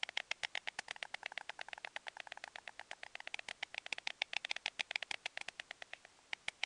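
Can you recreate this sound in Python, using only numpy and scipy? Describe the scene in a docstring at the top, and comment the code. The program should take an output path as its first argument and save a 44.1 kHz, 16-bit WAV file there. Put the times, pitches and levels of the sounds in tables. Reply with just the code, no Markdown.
"""Dry, rapid bill clatter: two white storks greet on their twig nest, each at its own pace.
Every snap rings the horny mandibles and the throat pouch for a few milliseconds; some snaps carry
a loud broadband noise burst. The slower bird speeds up and sounds hollow with its head thrown back.
Twigs rustle faintly, and a nest camera adds steady hiss."""
import sys
import numpy as np
from scipy import signal
from scipy.fft import rfft, irfft, next_fast_len
from scipy.io import wavfile

SR = 44100
rng = np.random.default_rng(int(sys.argv[2]) if len(sys.argv) > 2 else 0)


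def store_pcm(level_fs):
    """Save levels as 16-bit WAV."""
    pcm = np.round(np.clip(level_fs, -1, 1) * 32767).astype(np.int16)
    wavfile.write(sys.argv[1], SR, np.atleast_2d(pcm).T)


N = 293265

# Faster bird, near-even beat: start_s, snap_count, force_db, overtone_re_force_db
FAST_RUNS = [(.0908, 1, -38, -8), (.2013, 1, -36.5, -7), (.3161, 2, -34.5, -1.5), (.5535, 1, -34.5, -5.5),
             (.6746, 4, -36.5, -5.5), (1.1451, 2, -36, -3.5), (1.3765, 3, -36, -4.5),
             (1.7321, 2, -38.5, -5.5), (1.9632, 3, -36.5, -4.5), (2.3213, 5, -40.5, -5),
             (2.9136, 3, -41, -5), (3.2745, 2, -40.5, -3.5), (3.5112, 2, -41, -1), (3.7448, 1, -41, -6.5),
             (3.864, 2, -39.5, -3.5), (4.1038, 3, -41, -0.5), (4.4493, 4, -38.5, 0.5),
             (4.9108, 4, -37.5, -1), (5.3745, 1, -37.5, -1.5), (5.4858, 4, -38, -1.5),
             (5.9347, 1, -41.5, -4.5), (6.0507, 1, -51, -6)]
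# Slower bird, pitch drops with the head back: start_s, snap_count, force_db, mandible_hz
SLOW_RUNS = [(.0329, 1, -29, 2200), (.1743, 1, -29, 2170), (.3137, 1, -31, 2145), (.4482, 1, -30.5, 2154),
             (.5749, 1, -32, 2100), (.6848, 1, -35, 2144), (.789, 1, -32, 1870), (.8837, 1, -41, 1950),
             (.9624, 1, -40, 1890), (1.0529, 3, -35, 1620), (1.3202, 3, -33, 1610), (1.5923, 2, -32, 1580),
             (1.7785, 2, -34.5, 1670), (1.9688, 2, -34, 1650), (2.169, 3, -34, 1670), (2.477, 2, -35, 1695),
             (2.693, 2, -39, 1720), (2.9321, 1, -36, 1670), (3.0645, 1, -42, 1960), (3.2036, 1, -38, 1976),
             (3.3436, 1, -36, 2330), (3.4866, 1, -39, 2180), (3.6314, 1, -35, 2150),
             (3.7799, 2, -36.5, 2415), (4.0734, 2, -31, 2444), (4.366, 3, -31.2, 2450),
             (4.8074, 1, -31, 2380), (4.9578, 1, -30.5, 2347), (5.112, 2, -34.5, 2360),
             (5.4126, 1, -40, 2330), (6.1897, 1, -64, 1720), (6.3324, 2, -34, 2210), (6.6355, 1, -30, 2227)]
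# Upper bill modes: ratio_to_mandible, level_db, decay_s
FAST_BILL_MODES = [(1.25, 1.2, 0.00075), (1.67, 0.5, 0.00042), (1.96, -5.5, 0.00027), (2.33, -11, 0.0013),
                   (3.2, -21.5, 0.00035)]
SLOW_BILL_MODES = [(1.428, 6, 0.00061), (1.743, -5, .0009), (2.05, -11, 0.00052), (2.532, -12, 0.0012),
                   (3.15, -14.5, 0.0014), (3.5, -24.5, 0.0022)]
# Snaps with a loud broadband noise burst: time_s, burst_db
NOISY_SNAPS = [(.435, -40.5), (.575, -54), (.79, -41), (.884, -50.5), (.909, -42), (1.027, -47.5),
               (1.145, -54), (2.44, -48.5), (2.913, -47), (3.344, -48.5), (3.487, -44), (3.511, -48.5),
               (3.927, -41), (4.366, -48.5), (4.66, -45), (4.795, -44), (4.958, -56.5), (5.112, -40),
               (5.263, -47.5), (5.413, -44.5), (5.485, -44.5), (5.599, -48.5), (6.483, -39)]
# Twigs shifting: centre_s, width_s, level_db
RUSTLES = [(0.169, 0.012, -59), (4.503, 0.012, -48), (5.614, 0.02, -70), (5.95, 0.047, -65),
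           (6.629, 0.021, -60.5)]
# Noise spectra (broadband burst, rubbing horn or twigs, hiss): freq_hz, relative_db
BURST_SPECTRUM = [(20, -0.5), (100, -0.5), (300, 4.5), (1000, 7), (3000, 1), (6000, 3), (10000, -3.5)]
RUB_SPECTRUM = [(100, -47), (400, -14), (800, -6.5), (1250, -9), (1700, 0), (2500, 8), (4200, -8),
                (5500, -9), (10000, -25)]
HISS_SPECTRUM = [(20, 2), (60, 0.5), (180, 0), (400, 1), (800, 1), (1400, -0.5), (3500, -3), (5500, -4.5),
                 (8000, -6), (10000, -12)]

LEAD_SAMPLES = 256
SNAP_T_S = np.arange(-LEAD_SAMPLES, 4 * LEAD_SAMPLES) / SR  # 0 = impact
HEAD_FORWARD_HZ, HEAD_BACK_HZ = 2170, 1676  # slower bird's mandible pitch
VALLEY_GONE_HZ, VALLEY_FADE_HZ = 2450, 290  # mandible valley fills in as pitch rises
USUAL_FORCE_DB, SCATTER_DB = -37.5, 1.5


def clatter(snaps, modes, pouch_decay_s, pouch_lead_s, pouch_valley_ratio, mandible_decay_s,
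            cavity_hz, cavity_db, rasp_db, mandible_valley_ratio=1, valley_depth=0):
    """One bird's snaps: pouch air is pushed, then the mandibles meet, ring and rasp horn on horn."""
    track = np.zeros(N)
    for time_s, pouch_hz, pouch_db, mandible_hz, mandible_db, overtone_db, burst_db in snaps:
        pouch = amp(pouch_db) * ring(pouch_hz, pouch_decay_s, 1.145, pouch_lead_s)
        softness = np.clip((2300 / mandible_hz) ** 2.87, .5, 4)  # low snaps swell more gently
        lead_s = 0.00042 * (softness - 1)
        mandible = amp(mandible_db) * ring(mandible_hz, mandible_decay_s, softness, lead_s)
        overtones = bill_overtones(modes, mandible_hz, cavity_hz, cavity_db)
        burst = amp(burst_db) * noise_burst(BURST_SPECTRUM, peak_s=0.00044, rise_s=0.0014, fall_s=0.0046)
        rasp = amp(rasp_db) * noise_burst(RUB_SPECTRUM, peak_s=0.0012, rise_s=0.0019, fall_s=0.0019)
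        snap = pouch - mandible + amp(overtone_db) * (overtones + rasp) + burst
        snap = valley(snap, pouch_valley_ratio * pouch_hz, depth=0.69)
        depth = valley_depth * np.clip((VALLEY_GONE_HZ - mandible_hz) / VALLEY_FADE_HZ, 0, 1)
        snap = valley(snap, mandible_valley_ratio * mandible_hz, depth)
        start = max(round(time_s * SR) - LEAD_SAMPLES, 0)
        track[start:start + len(snap)] += snap[:N - start]
    return track


def fast_snaps(pouch_hz, pouch_db, pouch_db_per_db, mandible_hz, hz_per_db, mandible_db, burst_db):
    """Harder snaps ring higher; the mandibles gain more than the pouch."""
    for time_s, force_db, overtone_db in beats(FAST_RUNS):
        push_db = force_db - USUAL_FORCE_DB
        yield (time_s, pouch_hz, pouch_db + pouch_db_per_db * push_db,
               mandible_hz + hz_per_db * push_db, force_db + mandible_db,
               force_db + overtone_db, burst_level_db(time_s, force_db + burst_db))


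def slow_snaps(pouch_hz, pouch_back_hz, pouch_db, pouch_db_per_db,
               overtone_db, muffle_db, overtone_muffle_db, burst_db):
    """Head thrown back: mandibles and overtones are muffled, the hollow pouch remains."""
    for time_s, force_db, mandible_hz in beats(SLOW_RUNS):
        head_back = np.clip((HEAD_FORWARD_HZ - mandible_hz) / (HEAD_FORWARD_HZ - HEAD_BACK_HZ), 0, 1)
        push_db = force_db - USUAL_FORCE_DB
        pouch_now_hz = pouch_hz + (pouch_back_hz - pouch_hz) * head_back
        mandible_db = force_db + muffle_db * head_back
        upper_db = mandible_db + overtone_db + overtone_muffle_db * head_back ** 2
        yield (time_s, pouch_now_hz, pouch_db + pouch_db_per_db * push_db,
               mandible_hz, mandible_db, upper_db, burst_level_db(time_s, force_db + burst_db))


def beats(runs):
    """One row per snap; time, force and timbre glide evenly from run to run."""
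    start_s, count, force_db, timbre = np.transpose(runs)
    count = np.maximum(np.round(count), 1)
    first = np.cumsum(count) - count
    index = np.arange(count.sum())
    return zip(*(np.interp(index, first, column) for column in (start_s, force_db, timbre)))


def ring(pitch_hz, decay_s, softness=1, lead_s=0):
    """Heavily damped mode; swells as the mandibles close along their length."""
    t = np.maximum(SNAP_T_S + lead_s, 0)
    envelope = (t / decay_s) ** softness * np.exp(-t / decay_s)
    return norm_energy(envelope * np.sin(2 * np.pi * pitch_hz * t))


def bill_overtones(modes, mandible_hz, cavity_hz, cavity_db):
    """Upper modes vary from snap to snap; the bill cavity weights one band."""
    overtones = np.zeros(len(SNAP_T_S))
    for k, (ratio, level_db, decay_s) in enumerate(modes):
        pitch_hz = ratio * mandible_hz * (1 + 0.0088 * rng.standard_normal())
        band_db = cavity_db * np.exp(-((pitch_hz - cavity_hz) / 500) ** 2)
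        gain = amp(level_db + band_db + SCATTER_DB * rng.standard_normal())
        overtones += (-1) ** k * gain * ring(pitch_hz, decay_s)
    return norm_energy(overtones)


def noise_burst(spectrum, peak_s, rise_s, fall_s):
    """Short noise burst around each snap, with exponential rise and fall."""
    envelope = np.exp(np.minimum((SNAP_T_S - peak_s) / rise_s, (peak_s - SNAP_T_S) / fall_s))
    return norm_energy(noise(spectrum, len(SNAP_T_S)) * envelope)


def burst_level_db(time_s, usual_db):
    """Loud burst on the noisy snaps, faint on all others."""
    return next((db for noisy_s, db in NOISY_SNAPS if abs(time_s - noisy_s) < .008), usual_db)


def valley(x, centre_hz, depth):
    """Broad antiresonance between two modes; depth 0-1."""
    notched = signal.lfilter(*signal.iirnotch(centre_hz, Q=5.5, fs=SR), x)
    return x + depth * (notched - x)


def tree_echo(x, t60_s, wet_db):
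    """Open air: a very faint tail from the trees."""
    t = np.arange(SR // 3) / SR
    tail = rng.standard_normal(len(t)) * amp(-60 * t / t60_s)
    return signal.fftconvolve(x, amp(wet_db) * tail / np.linalg.norm(tail))[:N]


def twig_rustle():
    """Twigs rub together in short swells."""
    t = np.arange(N) / SR
    envelope = sum(amp(level_db) * np.exp(-2 * ((t - centre_s) / width_s) ** 2)
                   for centre_s, width_s, level_db in RUSTLES)
    return envelope * noise(RUB_SPECTRUM, N)


def noise(spectrum, size):
    """Shaped noise, rms 1."""
    freq_hz, relative_db = np.transpose(spectrum)
    bin_hz = np.fft.rfftfreq(size, 1 / SR)
    gain = amp(np.interp(np.log(bin_hz + 1), np.log(freq_hz), relative_db))
    x = irfft(rfft(rng.standard_normal(size)) * gain, size)
    return x / np.sqrt(np.mean(x ** 2) + 1e-20)


def norm_energy(x):
    """Scale to the energy of 4 ms at rms 1."""
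    return x / np.sqrt(np.sum(x ** 2) / (.004 * SR) + 1e-20)


def amp(db):
    """dB to gain."""
    return 10 ** (np.asarray(db) / 20)


def scene():
    """Both birds and the nest in open air."""
    snaps = fast_snaps(pouch_hz=706, pouch_db=-46.0, pouch_db_per_db=0.58,
                       mandible_hz=2003, hz_per_db=11.5, mandible_db=-0.5, burst_db=-17)
    fast = clatter(snaps, FAST_BILL_MODES,
                   pouch_decay_s=0.0012, pouch_lead_s=0.00042, pouch_valley_ratio=1.385,
                   mandible_decay_s=0.00038, cavity_hz=4630, cavity_db=-1.0, rasp_db=-3)
    snaps = slow_snaps(pouch_hz=837, pouch_back_hz=852, pouch_db=-46.5, pouch_db_per_db=0.55,
                       overtone_db=-4.0, muffle_db=-11.5, overtone_muffle_db=-10.5, burst_db=-24)
    slow = clatter(snaps, SLOW_BILL_MODES,
                   pouch_decay_s=0.0012, pouch_lead_s=0.00077, pouch_valley_ratio=1.437,
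                   mandible_decay_s=0.00052, mandible_valley_ratio=1.177, valley_depth=0.61,
                   cavity_hz=5110, cavity_db=12.5, rasp_db=-2)
    birds = fast + slow
    return (birds + tree_echo(birds, t60_s=0.12, wet_db=-26.5) + twig_rustle())[None]


def record(dry):
    """Nest camera: steady hiss, steep band limit."""
    hiss_db, cutoff_hz = -67, 10200
    sound = dry + amp(hiss_db) * noise(HISS_SPECTRUM, N)
    size = next_fast_len(N + SR // 4)
    lowpass = 1 / (1 + (np.fft.rfftfreq(size, 1 / SR) / cutoff_hz) ** 120)
    return irfft(rfft(sound, size) * lowpass, size)[:, :N]


dry = scene()
out = record(dry)
store_pcm(out)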